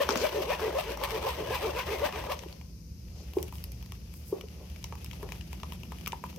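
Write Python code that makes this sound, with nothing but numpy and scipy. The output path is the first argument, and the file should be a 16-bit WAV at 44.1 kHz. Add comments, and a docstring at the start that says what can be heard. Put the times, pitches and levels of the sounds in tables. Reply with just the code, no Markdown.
"""Stirring fruit pulp through a strainer

A spoon stirs wet pulp in a wire strainer over a plastic basin: four turns a second, each a quick push
and a slower return. Its edge buzzes across the wires, gliding with its speed, and the pulp squelches
through. Then the strainer is lifted and rocked: blobs plop and juice drips, over a small kitchen's hum."""
import sys
import numpy as np
from scipy import signal
from scipy.fft import rfft, irfft, next_fast_len
from scipy.io import wavfile
from scipy.ndimage import uniform_filter1d

SR = 44100
rng = np.random.default_rng(int(sys.argv[2]) if len(sys.argv) > 2 else 0)


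def wrap_up_sound(samples):
    """Save the sound to the file named by the first command line argument, as 16-bit audio."""
    columns = np.atleast_2d(samples).T
    # keep every value between -1 and 1, then stretch to whole-number steps
    tamed = np.clip(columns, -1, 1)
    steps = np.round(tamed * 32767).astype(np.int16)
    wavfile.write(sys.argv[1], SR, steps)


N = 281358
TIME = np.arange(N) / SR
FREQS_HZ = np.maximum(np.fft.rfftfreq(N, 1 / SR), 1)
SPOON_STOP_S = 2.36


def from_db(db):
    return 10 ** (np.asarray(db) / 20)


def unit_rms(x):
    return x / np.sqrt(np.mean(x ** 2) + 1e-20)


def curve(rows):
    """A (time_s, value) table at every sample."""
    return np.interp(TIME, *np.transpose(rows))


def spectrum_db(points, hz):
    """A (freq_hz, level_db) table at hz, falling 36 dB per octave past its ends."""
    freq_hz, level_db = np.transpose(points)
    octaves_out = np.abs(np.log2(hz / np.clip(hz, freq_hz.min(), freq_hz.max())))
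    return np.interp(np.log(hz), np.log(freq_hz), level_db) - 36 * octaves_out


def coloured(x, points):
    """Minimum-phase filter with the given spectrum."""
    n = 2 * next_fast_len(x.shape[-1] // 2 + 2048)
    hz = np.maximum(np.fft.rfftfreq(n, 1 / SR), 1)
    gain = from_db(np.maximum(spectrum_db(points, hz), -80))
    cepstrum = irfft(np.log(gain))
    cepstrum[1:n // 2] *= 2
    cepstrum[n // 2 + 1:] = 0
    return irfft(rfft(x, n) * np.exp(rfft(cepstrum)), n)[..., :x.shape[-1]]


def drift(rate_hz, size=16384):
    """Smooth random wander, RMS 1."""
    hz = np.fft.rfftfreq(size, N / SR / size)
    slow = irfft(rfft(rng.standard_normal(size)) / (1 + (hz / rate_hz) ** 2))
    return np.interp(TIME, np.linspace(0, N / SR, size), unit_rms(slow))


def spread(pair, width):
    """Mid and side to left and right; width scales the side."""
    return pair[0] + width * pair[1] * np.array([[1], [-1]])


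def noise(colour, width, n=N):
    """Coloured stereo noise."""
    return coloured(spread(rng.standard_normal((2, n)), width), colour)


def evened(x, window_s=0.018):
    """Hold the short-time level at 1, leaving the fine grain."""
    power = uniform_filter1d(np.mean(x, axis=0) ** 2, int(window_s * SR))
    return x / np.sqrt(np.abs(power) + 1e-14)


def grains(per_s, size_db):
    """Two streams of random impulses of uneven size and either sign."""
    out = np.zeros((2, N))
    chance = rng.random((2, N)) * SR / per_s
    born = chance < 1
    draw = 2 * chance[born] - 1
    size = np.minimum(-np.log(np.abs(draw) + 1e-12), 5)
    out[born] = np.sign(draw) * from_db(size_db * size)
    return out


def patter(colour, per_s, size_db, width):
    """Coloured stereo grains."""
    return coloured(spread(grains(per_s, size_db), width), colour)


def swells(peak_s, heights, rise_s, fall_s):
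    """Sum of rounded humps; rise and fall are shared or given per hump."""
    coarse_s = TIME[::32]
    t = coarse_s - np.reshape(peak_s, (-1, 1))
    width_s = np.where(t < 0, np.reshape(rise_s, (-1, 1)), np.reshape(fall_s, (-1, 1)))
    humps = np.exp(-np.abs(t / width_s) ** 1.5)
    return np.interp(TIME, coarse_s, np.atleast_1d(heights) @ humps)


def ring(modes, t, vary_db):
    """Decaying sines of alternating sign, levels scattered by vary_db; peak 1."""
    wave = 0
    for k, (hz, db, t60_s) in enumerate(modes):
        envelope = from_db(db + vary_db * rng.standard_normal() - 60 * t / t60_s)
        wave += (-1) ** k * envelope * np.sin(2 * np.pi * hz * t)
    return wave / np.abs(wave).max()


def add(track, start_s, sound):
    start = int(np.clip(start_s * SR, 0, N - 1))
    track[..., start:start + sound.shape[-1]] += sound[..., :N - start]


def panned(x, left_over_right_db, right_lag_rad=0.0):
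    """Level difference and lag between the sides per frequency, at constant power."""
    ratio = from_db(left_over_right_db)
    right = np.ones_like(ratio) * np.exp(-1j * right_lag_rad)
    sides = np.array([ratio, right]) * np.sqrt(2 / (1 + ratio ** 2))
    return irfft(rfft(x) * sides, N)


# appliance levels: time_s, level_db
RUMBLE_LEVEL = [(0.5, -46), (1.35, -42), (2.2, -42.5), (2.45, -47.5), (3.65, -41), (4.45, -47),
                (4.75, -42.5), (5.92, -43.5), (6.1, -48)]
DRONE_LEVEL = [(0, -52), (4.9, -51), (5.5, -47.5), (6.38, -46.5)]
# background spectra: freq_hz, level_db
RUMBLE_COLOUR = [(20, -22), (40, -25.5), (54, 3), (63, -3.5), (75, 4.5), (92, -13.5), (120, -6), (150, -40)]
DRONE_COLOUR = [(100, -21), (135, -7.5), (170, -6), (205, -6.5), (260, -15), (350, -17.5), (520, -33.5),
                (900, -55)]
AIR_COLOUR = [(290, -27), (500, 7), (659, -31), (740, -10.5), (1870, -17.5), (2500, -9), (3290, -18.5),
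              (4940, -1.5), (6140, -3), (7530, -17.5), (10500, -14), (14500, -10), (16000, -55)]
def background(drone_gain_db=-3.0, air_db=-60.0):
    """An appliance rumbles and drones under a faint even hiss."""
    rumble = evened(noise(RUMBLE_COLOUR, width=0.066), window_s=0.18)
    drone = evened(noise(DRONE_COLOUR, width=0.24), window_s=0.22)
    air = unit_rms(noise(AIR_COLOUR, width=1.0))
    return (from_db(curve(RUMBLE_LEVEL)) * rumble
            + from_db(curve(DRONE_LEVEL) + drone_gain_db) * drone
            + from_db(air_db) * air)


# appliance tones: pitch_hz, relative_db
MOTOR_TONES = [(60, -9), (120, -23), (161, -5.5), (183, -7)]
def motor():
    """The appliance's tones waver slightly and grow with its drone."""
    tones = sum(from_db(db) * np.sin(2 * np.pi * hz * TIME + 0.37 * drift(6.5)) for hz, db in MOTOR_TONES)
    return np.sqrt(2) * from_db(curve(DRONE_LEVEL)) * tones


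# seeping juice: time_s, level_db
SEEP_LEVEL = [(2.3, -83), (2.5, -53.5), (2.75, -82), (3.1, -62.5), (3.45, -54.5), (3.8, -58.5),
              (4.2, -59.5), (4.6, -57.5), (5.25, -54), (6.38, -56.5)]
# strainer shakes: peak_s, level_db
SHAKES = [(3.37, -55), (3.55, -54.5), (4.16, -55.5), (4.28, -53)]
# fizz and fine spray spectra: freq_hz, level_db
SEEP_COLOUR = [(300, 12), (600, 8.5), (1100, 0), (1600, -2), (2700, 6), (4000, -1.5), (5800, -4),
               (8000, -11), (13000, -2.5), (16000, -17)]
SPRAY_COLOUR = [(5000, 1.5), (8000, 1.5), (11000, 5.5), (14000, 9), (16000, -0.5)]
def seeping():
    """Foam bursts and juice creeps through the mesh in a fine fizz; each shake adds a thin sizzle."""
    bursts = spread(grains(8000, size_db=1.5), 0.9) * from_db(2.3 * drift(25))
    fizz = unit_rms(coloured(bursts, SEEP_COLOUR))
    sizzle = unit_rms(patter(SPRAY_COLOUR, per_s=6000, size_db=4.5, width=1.0))
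    peak_s, level_db = np.transpose(SHAKES)
    shaking = swells(peak_s, from_db(level_db), rise_s=0.022, fall_s=0.063)
    return from_db(curve(SEEP_LEVEL)) * fizz + shaking * sizzle


# mesh friction spectrum: freq_hz, level_db
SCRAPE_COLOUR = [(2800, -16), (4200, 11), (5300, 11), (6300, 9), (7500, 0)]
def sliding(peak_s=3.21, level_db=-57):
    """Wet mesh brushes the basin in a soft hiss as the strainer is lifted."""
    hiss = unit_rms(noise(SCRAPE_COLOUR, width=1.0))
    return swells(peak_s, from_db(level_db), rise_s=0.073, fall_s=0.041) * hiss


# juice swills: peak_s, level_db
SWILLS = [(3.2, -56), (3.42, -50.5), (3.7, -61), (4.38, -49.5), (4.61, -53.5), (5.26, -48)]
# slosh spectrum: freq_hz, level_db
SLOSH_COLOUR = [(230, -18), (400, -1), (560, -6.5), (750, -11), (1050, -16.5), (1500, -30.5)]
def swilling():
    """A soft wash of small bubbles in the basin."""
    peak_s, level_db = np.transpose(SWILLS)
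    wash = unit_rms(patter(SLOSH_COLOUR, per_s=1200, size_db=-1.5, width=0.11))
    return swells(peak_s, from_db(level_db), rise_s=0.064, fall_s=0.047) * wash


# wet clicks, before each part's gain: start_s, splat_db, ping_hz, basin_db, basin_pitch_ratio, spray_db
WET_CLICKS = [(0.105, -22, 5100, -38, 1.2, -64), (0.157, -26.5, 2300, -39, 1.3, -62),
              (0.173, -24.5, 6660, -48, 0.69, -48), (0.6048, -37, 5200, -54, 1.1, -54),
              (0.9724, -49, 5600, -44, 1.11, -57), (1.1059, -31, 5010, -39, 1.5, -58),
              (1.2238, -44, 2930, -37, 0.78, -55), (1.9836, -41, 3000, -50, 1, -60),
              (2.1242, -32, 2873, -41, 1.09, -60), (2.158, -32, 2385, -40, 1.15, -68),
              (2.239, -42, 2906, -38.5, 0.88, -59), (2.39, -30.5, 5900, -70, 1.12, -61),
              (2.434, -40, 2220, -43, 0.92, -65), (2.4843, -42, 2920, -70, 1.09, -70),
              (2.5255, -38.5, 4500, -51, 0.86, -61), (2.612, -43.5, 2305, -51.5, 0.85, -68),
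              (3.083, -48, 2700, -76, 0.9, -72), (3.3343, -40, 2710, -55, 0.8, -59),
              (3.384, -36, 2380, -52, 1.16, -68), (3.4268, -31.5, 5870, -70, 1.3, -44.5),
              (3.4805, -46, 2930, -68, 0.92, -59), (3.524, -42, 2860, -46, 0.89, -59),
              (3.5538, -43, 3300, -62, 1, -57), (3.582, -42, 2920, -69, 1, -66),
              (3.639, -32.5, 4930, -56, 1, -46.5), (3.718, -43.5, 6100, -75, 1, -52.5),
              (3.8256, -41, 3080, -54, 0.93, -60), (3.8594, -42.5, 4630, -59, 1, -65),
              (3.92, -35.5, 2920, -46, 1.06, -55), (4.138, -48, 2400, -59, 1.1, -57.5),
              (4.4096, -34, 2980, -52, 1.2, -58), (4.484, -42.5, 2900, -72, 0.79, -70),
              (4.6987, -46, 3100, -68, 0.87, -64), (4.76, -39.5, 2340, -59, 0.7, -68),
              (4.8269, -46, 3200, -66, 1, -64), (4.8408, -26.5, 5640, -44.5, 0.93, -51),
              (4.9232, -38, 2180, -36, 0.96, -71), (4.9525, -39, 2380, -48, 0.89, -60),
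              (5.0443, -34.5, 5200, -56, 1.06, -52.5), (5.0608, -38, 2900, -68, 0.89, -64),
              (5.111, -34, 3080, -65, 1.4, -66), (5.131, -36.5, 2940, -50, 0.92, -62),
              (5.228, -40.5, 2350, -37, 0.985, -58), (5.289, -39.5, 2000, -51, 0.96, -71),
              (5.32, -29.5, 2210, -42, 0.87, -54.5), (5.4093, -34.5, 2970, -70, 0.83, -70),
              (5.529, -37, 2400, -44, 0.91, -55.5), (5.5992, -43, 4600, -56, 1.4, -72),
              (5.6315, -31.5, 3050, -35.5, 1.1, -61), (5.721, -35, 2950, -43.5, 0.98, -56),
              (5.733, -45, 3300, -51, 0.84, -57), (5.8325, -39, 2930, -50.5, 1.03, -62),
              (5.9194, -40, 2210, -37.5, 0.98, -58), (5.9847, -41, 2800, -64, 1, -61),
              (6.01, -41, 3050, -62, 1.1, -63), (6.0603, -28.5, 2600, -60, 1.1, -54),
              (6.0708, -28.5, 2350, -37, 1.18, -60), (6.0755, -28, 2760, -54, 1.1, -40.5),
              (6.12, -28.5, 2900, -52, 0.96, -70), (6.1292, -38, 2200, -30, 0.93, -61),
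              (6.2378, -39, 2540, -32.5, 1.02, -58), (6.263, -48, 2600, -50, 1.05, -67),
              (6.327, -46.5, 2500, -50, 0.97, -68), (6.3602, -42.5, 5570, -61, 0.91, -55)]
# basin modes before damping: pitch_hz, level_db, t60_s
BASIN_MODES = [(388, -8.5, 0.036), (586, -8.5, 0.038), (805, -0.5, 0.015), (948, 6, 0.026),
               (1230, 1, 0.014), (1540, -5.5, 0.012)]
# impact spectra: freq_hz, level_db
SLAP_COLOUR = [(400, -13), (700, 1), (1050, 13), (1600, -5), (2500, -14)]
SPLAT_COLOUR = [(1200, -41), (2000, -0.5), (2800, 4.5), (4200, -9), (5600, -3.5), (7500, -15.5),
                (11000, -23)]
def wet_clicks(basin_gain_db=5.0, slap_gain_db=-4.5, splat_gain_db=-6.5, spray_gain_db=15.0,
               delay_s=0.001043):
    """Juice drips, plus a few sharp spoon cracks and chirps on the metal: ring, ping and noise bursts."""
    out, t = np.zeros((2, N)), TIME[:SR // 8]
    for start_s, splat_db, ping_hz, basin_db, pitch_ratio, spray_db in WET_CLICKS:
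        # light clicks hardly ring; each is tuned a little differently
        sustain = np.interp(basin_db, [-48, -36, -32], [0.45, 0.55, 0.72])
        modes = [(hz * pitch_ratio * (1 + 0.04 * rng.standard_normal()), db, t60_s * sustain)
                 for hz, db, t60_s in BASIN_MODES]
        basin = from_db(basin_db + basin_gain_db) * ring(modes, t, vary_db=2.5)
        ping = from_db(splat_db) * ring([(ping_hz, 0, 0.006)], t, vary_db=0)  # in a drip, a tiny bubble
        click = basin + ping
        for colour, db, decay_s, width in ((SLAP_COLOUR, basin_db + slap_gain_db, 0.0043, 0.45),
                                           (SPLAT_COLOUR, splat_db + splat_gain_db, 0.0022, 1.0),
                                           (SPRAY_COLOUR, spray_db + spray_gain_db, 0.0009, 1.0)):
            burst = unit_rms(coloured(rng.standard_normal((2, len(t))), colour))
            click = click + from_db(db) * spread(burst, width) * np.exp(-t / decay_s)
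        add(out, start_s + delay_s, click)
    return out


# falling pulp: start_s, level_db, pitch_hz
BLOBS = [(2.458, -37.5, 349), (3.3672, -17, 368), (4.324, -19, 399), (4.436, -37, 435), (5.228, -34, 420)]
# trapped air modes: pitch_ratio, level_db, t60_s
BLOB_MODES = [(1.0, 8.5, 0.029), (1.25, -4, 0.026), (1.7, -15.5, 0.03), (2.35, -10, 0.02),
              (2.9, -19, 0.033)]
# plop tone colour, rounded mid-range with little bass or treble: freq_hz, gain_db
PLOP_COLOUR = [(200, -15), (330, 2.5), (700, -1), (1100, 0.5), (1600, -18)]
def blobs(slosh_db=-23, slosh_decay_s=0.022, attack_s=0.003):
    """A soft lump lands, the air under it rings briefly, and the juice sloshes back."""
    out, t = np.zeros((2, N)), TIME[:SR // 4]
    attack = 1 - np.exp(-t / attack_s)
    for start_s, level_db, pitch_hz in BLOBS:
        modes = [(pitch_hz * ratio, db, t60_s) for ratio, db, t60_s in BLOB_MODES]
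        plop = coloured(ring(modes, t, vary_db=0.7) * attack, PLOP_COLOUR)
        slosh = evened(noise(SLOSH_COLOUR, width=0.7, n=len(t))) * attack * np.exp(-t / slosh_decay_s)
        add(out, start_s, from_db(level_db) * (plop / np.abs(plop).max() + from_db(slosh_db) * slosh))
    return out


# spoon knocks: start_s, level_db, thump_db
KNOCKS = [(0.0902, -10.5, -30), (0.157, -17.5, -26.5), (0.596, -25.5, -46), (0.9724, -30, -57),
          (1.0145, -27.5, -54), (1.036, -31, -54), (2.051, -38, -37)]
# loaded strainer and basin modes: pitch_hz, level_db, t60_s
STRAINER_MODES = [(466, 5.5, 0.014), (640, -13, 0.022), (846, 3.5, 0.036), (1270, 10, 0.005),
                  (1880, -3, 0.0073), (2820, -17, 0.0029), (5700, -9.5, 0.018)]
THUMP_MODES = [(191, 1, 0.055), (238, 1.5, 0.12), (318, -1.5, 0.048)]
# wet pulp spectrum: freq_hz, level_db
SQUELCH_COLOUR = [(880, -3.5), (1500, -5.5), (1790, -3), (2940, 0), (4040, -6.5), (6060, -7.5), (6690, -16),
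                  (7320, -19.5), (8080, -14), (9100, -20), (11900, -13.5), (12900, -17.5), (13800, -8),
                  (16000, -24)]
def knocks(crack_db=-12.5, crack_decay_s=0.0023):
    """The spoon cracks against the strainer and thumps the basin; pulp damps the ring at once."""
    out, t = np.zeros((2, N)), TIME[:SR // 5]
    for start_s, level_db, thump_db in KNOCKS:
        burst = unit_rms(coloured(rng.standard_normal((2, len(t))), SQUELCH_COLOUR))
        crack = from_db(crack_db) * burst * np.exp(-t / crack_decay_s)
        add(out, start_s, from_db(level_db) * (ring(STRAINER_MODES, t, vary_db=8.5) + crack))
        add(out, start_s, from_db(thump_db) * ring(THUMP_MODES, t, vary_db=0))
    return out


# spoon on bare metal: peak_s, level_db, rise_s, fall_s
GRATES = [(0.094, -38, 0.0025, .005), (.107, -39, 0.0028, 0.01), (.126, -41, .003, 0.0049),
          (0.175, -45, 0.0099, 0.0092), (.222, -41.5, 0.042, 0.017)]
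def grating():
    """Steel slips on steel in a short bright rasp."""
    peak_s, level_db, rise_s, fall_s = np.transpose(GRATES)
    rasp = evened(patter(SCRAPE_COLOUR, per_s=3000, size_db=3.0, width=1.0))
    return swells(peak_s, from_db(level_db), rise_s, fall_s) * rasp


# juice sprays: peak_s, level_db, rise_s, fall_s
SPRAYS = [(.026, -38, 0.017, 0.013), (.235, -42, 0.059, 0.019), (.806, -38.5, 0.017, 0.01),
          (1.039, -34, 0.006, 0.017), (1.11, -41, 0.013, 0.016), (1.295, -42.5, 0.026, 0.054),
          (1.553, -41.5, 0.028, .02), (1.625, -45, 0.029, 0.019), (2.061, -40, 0.015, 0.021),
          (1.92, -51, 0.028, 0.031), (2.19, -47.5, 0.019, .02), (2.322, -41.5, 0.011, 0.017),
          (2.408, -62, 0.058, 0.064)]
# crackle spectrum: freq_hz, level_db
CRACKLE_COLOUR = [(1800, 13), (3000, 12.5), (5500, 1.5), (7300, -12), (8200, 3), (10000, -7), (12000, 0.5),
                  (14000, 4.5), (16000, -13)]
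def spraying():
    """Juice forced through the wires breaks into a crisp crackle."""
    peak_s, level_db, rise_s, fall_s = np.transpose(SPRAYS)
    crackle = evened(patter(CRACKLE_COLOUR, per_s=2500, size_db=5.0, width=0.8), window_s=0.016)
    return swells(peak_s, from_db(level_db), rise_s, fall_s) * crackle


# air pocket spectrum: freq_hz, level_db
POCKET_COLOUR = [(1200, -6), (1800, 3), (2900, 2.5), (4000, -40)]
def pockets(count=14, wander_db=7.0):
    """Air pockets open and close in the pulp, so the crackle rings at shifting pitches."""
    out = 0
    for hz in np.geomspace(1300, 3800, count):
        bursts = spread(grains(500, size_db=1.5), 0.28)
        bursts *= from_db(spectrum_db(POCKET_COLOUR, hz) + wander_db * drift(10.4))
        out = out + signal.lfilter(*signal.iirpeak(hz, Q=16, fs=SR), bursts + 1e-18)
    return unit_rms(out)


def gurgles(count=240, low_hz=680, high_hz=1280, t60_cycles=24, glide_per_s=5.4, attack_s=0.002):
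    """Bubbles torn open by the spoon ring briefly, each gliding up or down."""
    out, t = np.zeros((2, N)), TIME[:SR // 25]
    for when, pitch, glide, size, side in rng.random((count, 5)):
        hz = low_hz * (high_hz / low_hz) ** pitch
        phase = 2 * np.pi * hz * t * (1 + (2 * glide - 1) * glide_per_s * t)
        envelope = (1 - np.exp(-t / attack_s)) * from_db(9 * size - 60 * t * hz / t60_cycles)
        add(out, when * SPOON_STOP_S, np.outer([0.5 + side, 1.5 - side], envelope * np.sin(phase)))
    return unit_rms(out)


# pushes: peak_s, top_delay_s, top_wires_per_s, swing_s, buzz_db, spurt_delay_s,
# rasp_db, crackle_db, squelch_db
PUSHES = [(0.007, -0.0014, 595, 0.055, -25.5, 0.012, -37.5, -37.5, -42),
          (0.243, 0.0088, 582, 0.046, -25, 0.013, -39.5, -38, -40),
          (0.502, 0.0066, 548, 0.051, -31, 0.022, -37.5, -37, -46.5),
          (0.768, 0.025, 595, 0.067, -28, 0.018, -37.5, -47.5, -45.5),
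          (1.026, 0.015, 590, 0.055, -34.5, 0.02, -36.5, -47, -46),
          (1.268, 0.012, 548, 0.054, -33.5, 0.015, -36, -48, -44.5),
          (1.52, 0.015, 505, 0.055, -35, 0.028, -35.5, -37.5, -41.5),
          (1.768, 0.018, 530, 0.056, -37, 0.028, -38.5, -38.5, -43),
          (2.039, 0.0077, 612, 0.05, -27, 0.019, -35.5, -40, -41.5),
          (2.296, 0.019, 585, 0.044, -35, 0.016, -38, -48, -46)]
# lighter returns: peak_s, top_delay_s, top_wires_per_s, swing_s, buzz_db, spurt_length_ratio,
# rasp_db, crackle_db, squelch_db
RETURNS = [(0.116, -0.0019, 400, 0.06, -30.5, 0.87, -46, -42.5, -45),
           (0.367, 0.00063, 438, 0.062, -27.5, 1, -43, -48.5, -43),
           (0.648, 0.0024, 453, 0.062, -28, 0.91, -41.5, -43, -45.5),
           (0.897, -0.012, 470, 0.05, -37.5, 1, -48.5, -46, -48.5),
           (1.14, -0.00066, 456, 0.06, -34, 1, -43, -48.5, -46),
           (1.402, 0.01, 415, 0.06, -35.5, 1, -48, -49, -51.5),
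           (1.652, 0, 445, 0.055, -31, 0.93, -42, -45, -47),
           (1.906, 0.013, 430, 0.07, -32.5, 0.95, -43.5, -42.5, -44.5),
           (2.165, -0.005, 450, 0.05, -42.5, 0.88, -45, -45, -52)]
# spoon stalls at the turns: time_s, gain_db
STALLS = [(.58, 0), (.715, -4), (.858, 1), (.96, -5), (1.003, -6), (1.085, -1), (1.209, -2), (1.352, 0),
          (1.47, 0), (1.6, -4), (1.725, -3), (1.853, -7.5), (1.98, -2), (2.114, -6), (2.28, -6.5)]
def stroke_levels(swirl_db=(-50, -60, -69, -55.5), settle_s=0.16, lumps_db=1.16, lumps_hz=25.3):
    """Buzz, rasp, crackle and squelch envelopes: strokes over swirling pulp, made uneven by lumps."""
    push_s, _, _, _, push_buzz_db, spurt_delay_s, *push_wet_db = np.transpose(PUSHES)
    back_s, _, _, _, back_buzz_db, length, *back_wet_db = np.transpose(RETURNS)
    buzz = (swells(push_s, from_db(push_buzz_db), rise_s=0.025, fall_s=0.025)
            + swells(back_s, from_db(back_buzz_db), rise_s=0.027, fall_s=0.054))
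    wet = [swells(push_s + spurt_delay_s, from_db(push_db), rise_s=0.034, fall_s=0.03)
           + swells(back_s, from_db(back_db), rise_s=0.059 * length, fall_s=0.095 * length)
           for push_db, back_db in zip(push_wet_db, back_wet_db)]
    settling = np.exp(-np.maximum(TIME - SPOON_STOP_S, 0) / settle_s)
    swirl = np.outer(from_db(swirl_db), settling)
    stall_db = swells(*np.transpose(STALLS), rise_s=0.012, fall_s=0.016)
    return (np.array([buzz, *wet]) + swirl) * from_db(stall_db + lumps_db * drift(lumps_hz))


def spoon_speed(turn_wires_per_s=260.0):
    """Wires crossed per second: each stroke is an arch, at half speed one swing from its top."""
    speed = np.full(N, turn_wires_per_s)
    for peak_s, top_delay_s, top_wires_per_s, swing_s, *_ in PUSHES + RETURNS:
        arch = 1 - 0.5 * ((TIME - peak_s - top_delay_s) / swing_s) ** 2
        speed = np.maximum(speed, top_wires_per_s * arch)
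    return speed


# spoon-on-mesh spectra: freq_hz, level_db
BUZZ_COLOUR = [(150, -13.5), (260, -5.5), (340, 1), (430, 4), (505, 4), (590, 10), (720, -5.5), (900, -30)]
RASP_COLOUR = [(550, -19), (750, -13.5), (1000, 0), (1200, -10.5), (1550, -29), (2000, -20.5)]
def stirring(jitter=0.07, uneven_db=3.0, clump_db=2.0, gurgle_db=-6.5, rasp_gain_db=2.0):
    """The spoon's edge snaps from wire to wire; every snap squeezes pulp through the mesh."""
    buzz_level, rasp_level, crackle_level, squelch_level = stroke_levels()
    travel_wires = np.cumsum(spoon_speed() * (1 + jitter * drift(100))) / SR
    crossings = np.diff(np.floor(travel_wires), prepend=0)
    snaps = unit_rms(crossings * from_db(uneven_db * drift(170)))
    squeeze = 1 + 0.11 * np.cos(2 * np.pi * travel_wires)
    spurts = unit_rms(grains(6000, size_db=3.5) * squeeze * from_db(clump_db * drift(48)))
    # pressed hard the spoon bites the wires; pressed lightly it skids on pulp
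    skid = np.interp(buzz_level, from_db([-44, -30]), [0.9, 0.45])
    buzz = evened(coloured(snaps + skid * spread(spurts, 0.028), BUZZ_COLOUR))
    rasp = unit_rms(coloured(snaps + spread(spurts, 0.34), RASP_COLOUR))
    wet_rasp = evened(rasp + from_db(gurgle_db) * gurgles())
    crackle = evened(pockets(), window_s=0.025)
    squelch = evened(coloured(0.6 * snaps + spread(spurts, 1.0), SQUELCH_COLOUR), window_s=0.089)
    return (buzz_level * buzz + from_db(rasp_gain_db) * rasp_level * wet_rasp
            + crackle_level * crackle + squelch_level * squelch)


# echo response: freq_hz, gain_db
WALL_COLOUR = [(100, -1), (450, 4), (1000, 5.5), (3000, 0), (8000, 4), (16000, -4.5)]
def kitchen(x, t60_s, tail_db, near_db, near_decay_s=0.0082):
    """Quick reflections from basin and counter, then a short room tail, different at each ear."""
    t = TIME[:SR // 2]
    near = rng.standard_normal((2, len(t))) * np.exp(-t / near_decay_s) * (t > 0.001)
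    tail = rng.standard_normal((2, len(t))) * from_db(-60 * t / t60_s) * (t > 0.006)
    echo = (from_db(near_db) * unit_rms(near) + from_db(tail_db) * unit_rms(tail)) / np.sqrt(len(t))
    return x + signal.fftconvolve(x, coloured(echo, WALL_COLOUR), axes=-1)[:, :N]


# spoon's stereo image: freq_hz, left_over_right_db, right_lag_rad
SPOON_IMAGE = [(360, 0, 0), (470, -3, -.1), (497, -5.5, .2), (520, -2, 1.35), (560, 2.5, 1.45),
               (600, 7.5, 2.5), (625, 9, 4.9), (700, 0, 5.2), (755, -2.5, 5.5), (810, -2, 6.3),
               (900, -1.5, 6.7), (1050, 0, 6.28)]
def counter_reflection(x):
    """Direct sound and its reflection off the counter combine differently at each ear."""
    hz, balance_db, lag_rad = np.transpose(SPOON_IMAGE)
    return panned(x, np.interp(FREQS_HZ, hz, balance_db), np.interp(FREQS_HZ, hz, lag_rad))


def scene():
    """The work at the strainer and the drips below it, in the kitchen."""
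    spoon = kitchen(stirring() + spraying() + grating(), t60_s=0.26, tail_db=-17.0, near_db=-21.5)
    thuds = kitchen(knocks() + blobs(), t60_s=0.25, tail_db=-10.0, near_db=-16.0)
    clicks = kitchen(wet_clicks(), t60_s=0.2, tail_db=-14.0, near_db=-12.0)
    bed = swilling() + sliding() + seeping() + background() + motor()
    return counter_reflection(spoon) + thuds + clicks + bed


# microphone port balance: freq_hz, left_over_right_db
PORT_BALANCE = [(200, 0), (600, 0.5), (1000, 0.5), (1800, 1.5), (2900, 12.5), (4000, 5.5), (5800, 11),
                (7000, 2), (8400, -24), (10000, -6.5), (12500, 2.5), (14000, 3.5), (16000, 11)]
def record(dry, cutoff_hz=16200):
    """The left port's resonance and notch tilt the stereo balance; a steep low-pass cuts the top."""
    hz, balance_db = np.transpose(PORT_BALANCE)
    heard = panned(dry, np.interp(np.log(FREQS_HZ), np.log(hz), balance_db))
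    return signal.sosfilt(signal.ellip(10, 0.1, 80, cutoff_hz, fs=SR, output="sos"), heard)


dry = scene()
out = record(dry)
wrap_up_sound(out)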